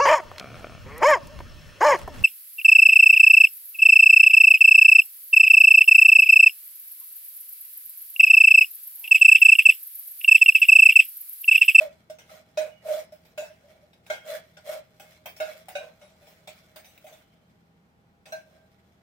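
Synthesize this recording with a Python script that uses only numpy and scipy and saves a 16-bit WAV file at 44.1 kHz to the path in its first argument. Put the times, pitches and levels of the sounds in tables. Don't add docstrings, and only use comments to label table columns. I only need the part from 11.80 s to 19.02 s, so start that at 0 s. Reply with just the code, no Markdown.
import sys
import numpy as np
from scipy import signal
from scipy.fft import rfft, irfft, next_fast_len
from scipy.io import wavfile
from scipy.ndimage import uniform_filter1d, map_coordinates

SR = 44100
rng = np.random.default_rng(int(sys.argv[2]) if len(sys.argv) > 2 else 0)


def int16_out(signal):
    q = np.round(np.clip(np.atleast_2d(signal).T, -1, 1) * 32767)
    wavfile.write(sys.argv[1], SR, q.astype(np.int16))


N = 318402

# f/Hz, left-right likeness (1 = same)
CAN_LIKENESS = [(300, 1), (640, 0.93), (1400, 0), (3100, 0), (6800, 0.064), (10000, 0.8), (15000, 0.7)]


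def amp(db):
    return 10 ** (np.asarray(db) / 20)


def unit(x):
    return x / np.sqrt(np.mean(x ** 2) + 1e-20)


def along(points, hz):
    f, value = np.transpose(points)
    return np.interp(np.log(hz + 1), np.log(f + 1), value)


def filtered(x, response):
    m = next_fast_len(N + SR // 2)
    spectrum = rfft(x, m) * response(np.fft.rfftfreq(m, 1 / SR))
    return irfft(spectrum, m)[..., :N]


def resonances(peaks):
    def response(f):
        total = 0
        for k, (centre, width, db) in enumerate(peaks):
            total = total + (-1) ** k * amp(db) * 1j * f * width / (centre ** 2 - f * f + 1j * f * width)
        return total
    return response


def wobble(rate):
    knots = rng.standard_normal(int(N * rate / SR) + 4)
    return map_coordinates(knots, [np.arange(N) * rate / SR])


def pair(response, alike, patchy_db=0):
    z = signal.stft(rng.standard_normal((2, N)), nperseg=256)[2]
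    field = uniform_filter1d(rng.standard_normal(z.shape[1:]), size=3, axis=0)
    field = uniform_filter1d(field, size=12, axis=1)
    noise = signal.istft(z * amp(patchy_db * unit(field)), nperseg=256)[1][:, :N]

    def mid_side(hz):
        turn = np.arccos(np.clip(along(alike, hz), -1, 1)) / 2
        return response(hz) * np.array([np.cos(turn), np.sin(turn)])
    mid, side = filtered(noise, mid_side)
    return unit(np.array([mid + side, mid - side]))


def add(track, s, sound):
    k = round(s * SR)
    track[..., k:k + sound.shape[-1]] += sound


def pressure():
    # start t/s, firmest t/s, end t/s, rasp level/dB, hollow level/dB
    strokes = [(0.0, 0.006, 0.11, -52.5, -38), (0.467, 0.533, 0.65, -55.5, -52),
               (0.79, 0.829, 0.95, -61, -39), (1.017, 1.119, 1.275, -45, -34.5),
               (1.757, 1.94, 2.03, -74.5, -59), (2.316, 2.347, 2.4, -70, -43),
               (2.417, 2.526, 2.632, -48, -38.5), (2.829, 2.915, 3.028, -45, -36),
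               (3.206, 3.277, 3.44, -63.5, -64.5), (3.615, 3.706, 3.874, -56, -50.5),
               (3.97, 4.002, 4.16, -74, -42.5), (4.692, 4.757, 5, -69, -85),
               (5.28, 5.36, 5.48, -75.5, -66.5), (6.604, 6.724, 6.96, -80, -62.5)]
    # t/s, rasp level/dB
    rubbing = [(0.0, -63), (0.34, -77), (0.42, -73), (1.12, -70), (2.21, -73), (2.45, -69), (2.59, -68),
               (3.24, -72.5), (3.66, -69.5), (4.22, -68), (5.19, -70.5), (5.45, -73), (5.95, -82),
               (6.43, -86.5), (6.6, -74), (7.22, -77)]
    pointedness = [2.2, 1.8, 3, 2.4]
    rubbing_hollow_db = 2.5
    full_stroke_db = -45
    grind_db, grind_grows = -0.8, 1.06
    edge_db, edge_grows = 4, 1.2

    def four_gains(rasp_db, hollow_db):
        below_full = rasp_db - full_stroke_db
        grind = full_stroke_db + grind_db + grind_grows * below_full
        edge = full_stroke_db + edge_db + edge_grows * below_full
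        return amp([rasp_db, hollow_db, grind, edge])

    t = np.arange(N) / SR
    light_db = np.interp(t, *np.transpose(rubbing))
    total = four_gains(light_db, light_db + rubbing_hollow_db)
    for start, firmest, end, rasp_db, hollow_db in strokes:
        push = np.sin(np.pi / 2 * np.interp(t, [start, firmest, end], [0, 1, 0]))
        swell = push ** np.array(pointedness)[:, None]
        total = total + four_gains(rasp_db, hollow_db)[:, None] * swell
    return total


def drag():
    # f/Hz, level/dB per Hz (relative)
    rasp_colour = [(530, -62), (900, -15), (1420, 2.5), (1700, -9.5), (1880, -24), (2570, -8), (4310, -6.5),
                   (4800, -2), (15100, -11), (16000, -39)]
    # f/Hz, width/Hz, level/dB (doubled in amplitude below)
    rim = [(1215, 60, -3), (1510, 270, -26), (1863, 81, 19), (2150, 182, 16), (3300, 280, 2), (4076, 43, 9),
           (5600, 120, -9)]
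    # f/Hz, width/Hz, level/dB (relative)
    grind_modes = [(1300, 300, -3), (1458, 160, 3), (1890, 170, 1), (2240, 118, 4.5), (2460, 320, -12),
                   (3454, 120, -0.5)]
    # f/Hz, width/Hz, level/dB (relative, ahead of the low cut)
    air_modes = [(550, 61.4, -8.5), (607.3, 17.4, 3.5), (612, 23.7, 7), (642.4, 61.3, -4.5),
                 (753, 7, -11.5)]
    rasp_gain, hollow_gain, grind_gain, edge_gain = pressure()
    tin = resonances(rim)
    rasp = pair(lambda f: amp(along(rasp_colour, f)) * (1 + 2 * np.abs(tin(f))), CAN_LIKENESS, patchy_db=2.0)
    grain = amp(2.2 * wobble(45) + 2.2 * wobble(500))
    grind = grind_gain * pair(resonances(grind_modes), CAN_LIKENESS, patchy_db=4)
    edge = filtered(rasp, lambda f: 1 / (1 + (8000 / (f + 1)) ** 6))
    low_cut = lambda f: f ** 4 / (f ** 4 + 520 ** 4)
    air = pair(lambda f: resonances(air_modes)(f) * low_cut(f), [(600, .9)])
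    air = filtered(air, lambda f: np.exp([[.25j], [-.25j]]))
    scrape = rasp_gain * (rasp - edge) + edge_gain * edge + grind
    return grain * scrape + hollow_gain * air


def drone():
    # f/Hz, level/dB per Hz (relative)
    colour = [(18, -46), (30, -11.5), (189, 3.5), (280, -6), (473, -5), (569, -13), (801, -9.5),
              (1070, -13.5), (1460, -14), (6720, -32), (14800, -39.5), (16000, -61)]
    # f/Hz, likeness (negative = opposed)
    likeness = [(60, 0.82), (180, 0.87), (550, 0.47), (1650, -0.46), (4970, 0.096), (15000, 0.34)]
    # f/Hz, middle level/dB
    hum = [(25, -92), (58, -78), (82, -69.5), (118, -71.5), (167, -68), (195, -71.5), (242, -77),
           (690, -78), (802, -77)]
    noise_db = -63
    t = np.arange(N) / SR
    tones = 0
    for hz, db in hum:
        gain = amp(db + 1.79 * wobble(5.1))
        tones = tones + gain * np.sin(2 * np.pi * hz * t + 1.5 * wobble(4.4))
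    return amp(noise_db) * pair(lambda f: amp(along(colour, f)), likeness) + tones


def toot(t, hz, t60, rise, beat_db):
    lead = np.array([[.25], [-.25]])
    near_hz = hz * rng.choice([.955, 1.045])
    near = amp(beat_db) * np.sin(2 * np.pi * (near_hz * t + rng.random()) + lead)
    envelope = amp(-60 * t / t60) * (1 - np.exp(-t / rise))
    return (np.sin(2 * np.pi * hz * t + lead) + near) * envelope


def clang(t, hz, db, t60, rough):
    steps = rng.standard_normal((2, len(hz), len(t) // 64 + 1))
    stray = np.cumsum(steps, -1).repeat(64, -1)[..., :len(t)]
    phase = 2 * np.pi * (hz * t + rng.random((2, len(hz), 1)))
    phase = phase + rough * (hz / 2000) ** 0.38 * uniform_filter1d(stray, 128)
    fade = amp(db - 60 * t / t60 * (hz / 2000) ** 0.29)
    return (fade * np.sin(phase)).sum(1) * (1 - np.exp(-t / 0.0011))


def knocks():
    # t/s, crack level/dB, crack treble level/dB, fade t60/s, hollow level/dB, hollow f/Hz,
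    # time until the hand mutes the hollow/s, base thud level/dB, level/dB and f/Hz of the mode the grip
    # leaves free, wall level/dB in each of the three zones; hard clanks add level/dB, f/Hz of free modes
    contacts = [(0.0112, -44, -53, 0.13, -15.5, 630, 0.022, -54, -52, 2410, -64, -49.5, -76),
                (0.2982, -43, -62, 0.17, -29, 624, 0.025, -59, -53, 2163, -59, -76, -67),
                (0.385, -48, -69, 0.33, -58, 645, 0.07, -68, -56, 2129, -62, -68, -63),
                (0.4934, -57, -80, 0.1, -64, 606, -5, -48, -45, 1322, -62, -53.5, -62),
                (0.7726, -30.5, -52, 0.2659, -14, 618, 0.5, -62, -35, 2502, -44, -54, -44.5, -44.5, 2234, -42.5, 3957),
                (1.3209, -53.5, -62, 0.24, -35, 615, 0.025, -70, -58, 5128, -70, -80, -69),
                (1.4501, -55.5, -65, 0.21, -79, 638, 3, -71, -65, 4680, -80, -80, -74),
                (1.5763, -36, -54, 0.37, -22.5, 607.3, 0.086, -64, -37, 2618.5, -50, -51, -56, -51, 3958),
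                (2.1316, -54, -72, 0.1, -75, 606, 3, -63, -62, 2208, -72, -71, -56.5),
                (2.2638, -46.5, -64, 0.16, -54, 631, -3, -58, -56, 2220, -65, -62, -59),
                (2.2995, -32, -52, 0.26, -19, 615.5, 0.022, -40, -34, 1425, -43, -50, -43.5, -29, 2157, -34, 1575, -38.5, 3233),
                (2.7686, -44, -69, 0.14, -44.5, 617, 0.03, -70, -55, 1425, -55, -77, -61),
                (3.1971, -42, -56, 0.25, -48, 615, 0.062, -48, -56, 1450, -64, -61, -69),
                (3.4575, -39, -42, 0.19, -73, 597, 0.07, -47, -40, 2262, -77, -41, -50, -42, 3193, -47, 5850),
                (3.5638, -47, -57, 0.28, -49, 636, 0.07, -69, -50, 5465, -78, -70, -74),
                (3.6007, -39, -55, 0.38, -18.5, 625, 0.049, -39, -39, 2159, -46, -52, -57, -43, 1368, -41, 1668, -39, 2639, -43, 3731, -47, 5315),
                (3.8836, -39.5, -51.5, 0.22, -39, 625.5, -8, -38, -49, 1980, -58.5, -70, -63),
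                (3.9524, -38, -65, 0.28, -19, 583.5, 0.014, -36, -34.5, 1530, -48, -43.5, -47, -33.5, 2440.5, -39, 2790, -38, 3836, -48, 5832),
                (4.2124, -51.5, -88, 0.5, -43.5, 597.5, 8, -75, -62, 2170, -71, -76, -64),
                (4.4184, -59, -75, 0.7, -50, 588.5, 0.065, -65, -71, 1481, -81, -81, -79),
                (4.4694, -60, -67, 0.5, -48, 621, 1.5, -81, -62, 5227, -82, -83, -76),
                (4.6733, -39.5, -55, 0.21, -40, 618.5, 0.062, -51, -46, 3330, -73, -60, -54),
                (4.9591, -40, -48.5, 0.2, -41, 630, 0.04, -74, -60, 3600, -74, -74, -59),
                (5.0444, -54, -61, 0.7, -44.5, 626, -3, -66, -57.5, 6045, -86, -80, -63),
                (5.1766, -52, -54, 0.04, -68, 588, 0.07, -48, -48.5, 2687, -77, -54, -55),
                (5.242, -58, -63, 0.43, -36, 619.5, 0.022, -60, -67, 3548, -76, -77, -74),
                (5.2649, -50, -69, 0.29, -41.5, 598.4, -0.2, -46, -59.5, 2170, -66, -74, -64),
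                (5.3244, -54, -71, 0.27, -43, 635, 0.04, -70, -58, 3457, -80, -75, -66),
                (6.4557, -47, -67, 0.36, -49.5, 630, 0.07, -54, -55, 2550, -67, -68, -66),
                (6.5216, -42, -58, 0.24, -26.5, 637, 0.1, -47, -34, 1575, -55, -60, -59, -43.5, 2675, -41.5, 4071, -43.5, 5830)]
    # t/s, level/dB, f/Hz
    hollow_swells = [(0.049, -23, 593), (0.814, -24, 602), (1.054, -22.5, 621), (1.084, -16.5, 617),
                     (1.103, -12, 600), (1.134, -13, 605), (1.17, -17, 628.8), (1.625, -20.5, 610),
                     (1.698, -34.5, 621), (1.835, -41.5, 582), (1.922, -51, 632), (2.024, -41.5, 598),
                     (2.487, -21.5, 597), (2.544, -22.5, 610), (2.868, -28, 567), (2.889, -23, 605),
                     (2.921, -17, 625), (2.957, -27, 602.5), (3.679, -23.5, 618), (3.717, -32.5, 623)]
    # f/Hz, level/dB over the zone's, longest t60/s (scaled with f in clang)
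    wall_modes = [(1437, 4.5, 0.19), (1493, 0, 0.5), (1603, 1.5, 0.41), (2070, -3, 0.22), (2236, 4, 0.13),
                  (2400, -5.5, 0.17), (2560, 4, 0.36), (2715, -5, 0.3), (2860, -20, 5.0), (3140, -43, 0.27),
                  (3560, 1.5, 0.17), (3785, -1.5, 0.39), (3850, -9, 0.45), (3787, 1.5, 0.041),
                  (4818, -11, 0.1), (5330, -12, 0.27), (5740, -27, 0.29), (6350, -19, 0.24)]
    zones_hz = [1500, 2400, 3700]
    # f/Hz, level/dB per Hz (relative)
    crack_colour = [(150, -83), (250, -20), (407, -15.5), (629, 0.5), (1120, -14.5), (1910, -11.5),
                    (2240, -8), (4190, -16.5), (5830, -14.5), (6360, -16.5), (16000, -16.5)]
    base_hz, hollow_t60_s = 769, 0.24
    out, fade = np.zeros((2, N + SR)), np.zeros((2, N + SR))
    t = np.arange(SR // 3) / SR
    hz, level, t60 = np.transpose(wall_modes)[:, :, None]
    for s, crack_db, top_db, decay, hollow_db, pitch, mute, base_db, *wall in contacts:
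        burst = amp(-60 * t / decay) + .5 * amp(-60 * t / 0.0017)
        burst = burst * (1 - np.exp(-t / 0.0014))
        add(fade, s, amp([[crack_db], [top_db]]) * burst)
        grip = .18 + .82 / (1 + np.exp(np.minimum((t - mute) / .004, 50)))
        add(out, s, amp(hollow_db) * grip * toot(t, pitch, hollow_t60_s, rise=.005, beat_db=-15))
        add(out, s, amp(base_db) * toot(t, base_hz, 0.68 * decay, rise=0.0012, beat_db=-2))
        zones_db = wall[2:5]
        free_db, free_hz = np.reshape(wall[:2] + wall[5:], (-1, 2, 1)).transpose(1, 0, 2)
        for detune, offset_db in (1, 1), (1.04, -9.5):
            add(out, s, clang(t, detune * free_hz, free_db + offset_db, 0.75 * decay, rough=0.31))
        wall_db = along(list(zip(zones_hz, zones_db)), hz) + level
        wall_db = wall_db + 4 * rng.standard_normal(hz.shape)
        add(out, s, clang(t, hz, wall_db, np.minimum(t60, decay), rough=0.4))
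    for s, db, pitch in hollow_swells:
        add(out, s, amp(db) * toot(t, pitch, .1, rise=.008, beat_db=-9))
    crack = pair(lambda f: amp(along(crack_colour, f)), CAN_LIKENESS, patchy_db=4.5)
    top = filtered(crack, lambda f: 1 / (1 + (9000 / (f + 1)) ** 6))
    return out[:, :N] + fade[0, :N] * (crack - top) + fade[1, :N] * unit(top)


def kitchen(x):
    # f/Hz, t60/s
    room_t60 = [(300, 0.15), (2000, 0.3), (8000, 0.15), (15000, 0.067)]
    hz, t, z = signal.stft(rng.standard_normal((2, SR // 2)), SR, nperseg=256)
    decay = amp(-60 * t / along(room_t60, hz)[:, None])
    tail = signal.istft(z * decay, SR, nperseg=256)[1]
    late = np.pad(x, ((0, 0), (300, 0)))
    return signal.fftconvolve(late, tail / np.linalg.norm(tail[0]), axes=1)[:, :N]


def squeaks():
    whistles = [(0.912, 1.062, 2900, 60, -69), (0.927, 1.035, 2270, 40, -66), (1.18, 1.404, 5240, 180, -76),
                (1.185, 1.274, 9430, 100, -65), (1.828, 2, 3200, 121, -79), (2.327, 2.554, 3245, 140, -59),
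                (3.195, 3.393, 2150, 60, -69), (5.28, 5.806, 3100, 330, -77), (6.704, 6.882, 1586, 60, -71)]
    t, out = np.arange(N) / SR, 0
    hiss = pair(np.ones_like, [(3000, .3)])
    for start, end, hz, width, db in whistles:
        progress = np.clip((t - start) / (end - start), 0, 1)
        swell = np.sin(np.pi * progress ** 0.42) ** .5
        flicker = amp(2.2 * wobble(40))
        whistle = unit(filtered(hiss, lambda f: resonances([(hz, width, 0)])(f) ** 2))
        out = out + amp(db) * flicker * swell * whistle
    return out


def scene():
    # f/Hz, left minus right level/dB
    lean = [(300, 2.5), (620, -1.5), (1500, -2.5), (4000, 1), (9000, 1), (15000, 1)]
    can = knocks() + drag() + squeaks()
    can = filtered(can, lambda f: amp(along(lean, f) * [[.5], [-.5]]))
    return can + amp(-9) * kitchen(can) + drone()


def record(dry):
    # f/Hz, level/dB
    microphone = [(8000, -1.5), (11000, -2.5), (13500, 1.5), (15800, 7.5)]
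    top_hz = 15850
    return filtered(dry, lambda hz: amp(along(microphone, hz)) * (hz < top_hz))


dry = scene()
out = record(dry)
int16_out(out)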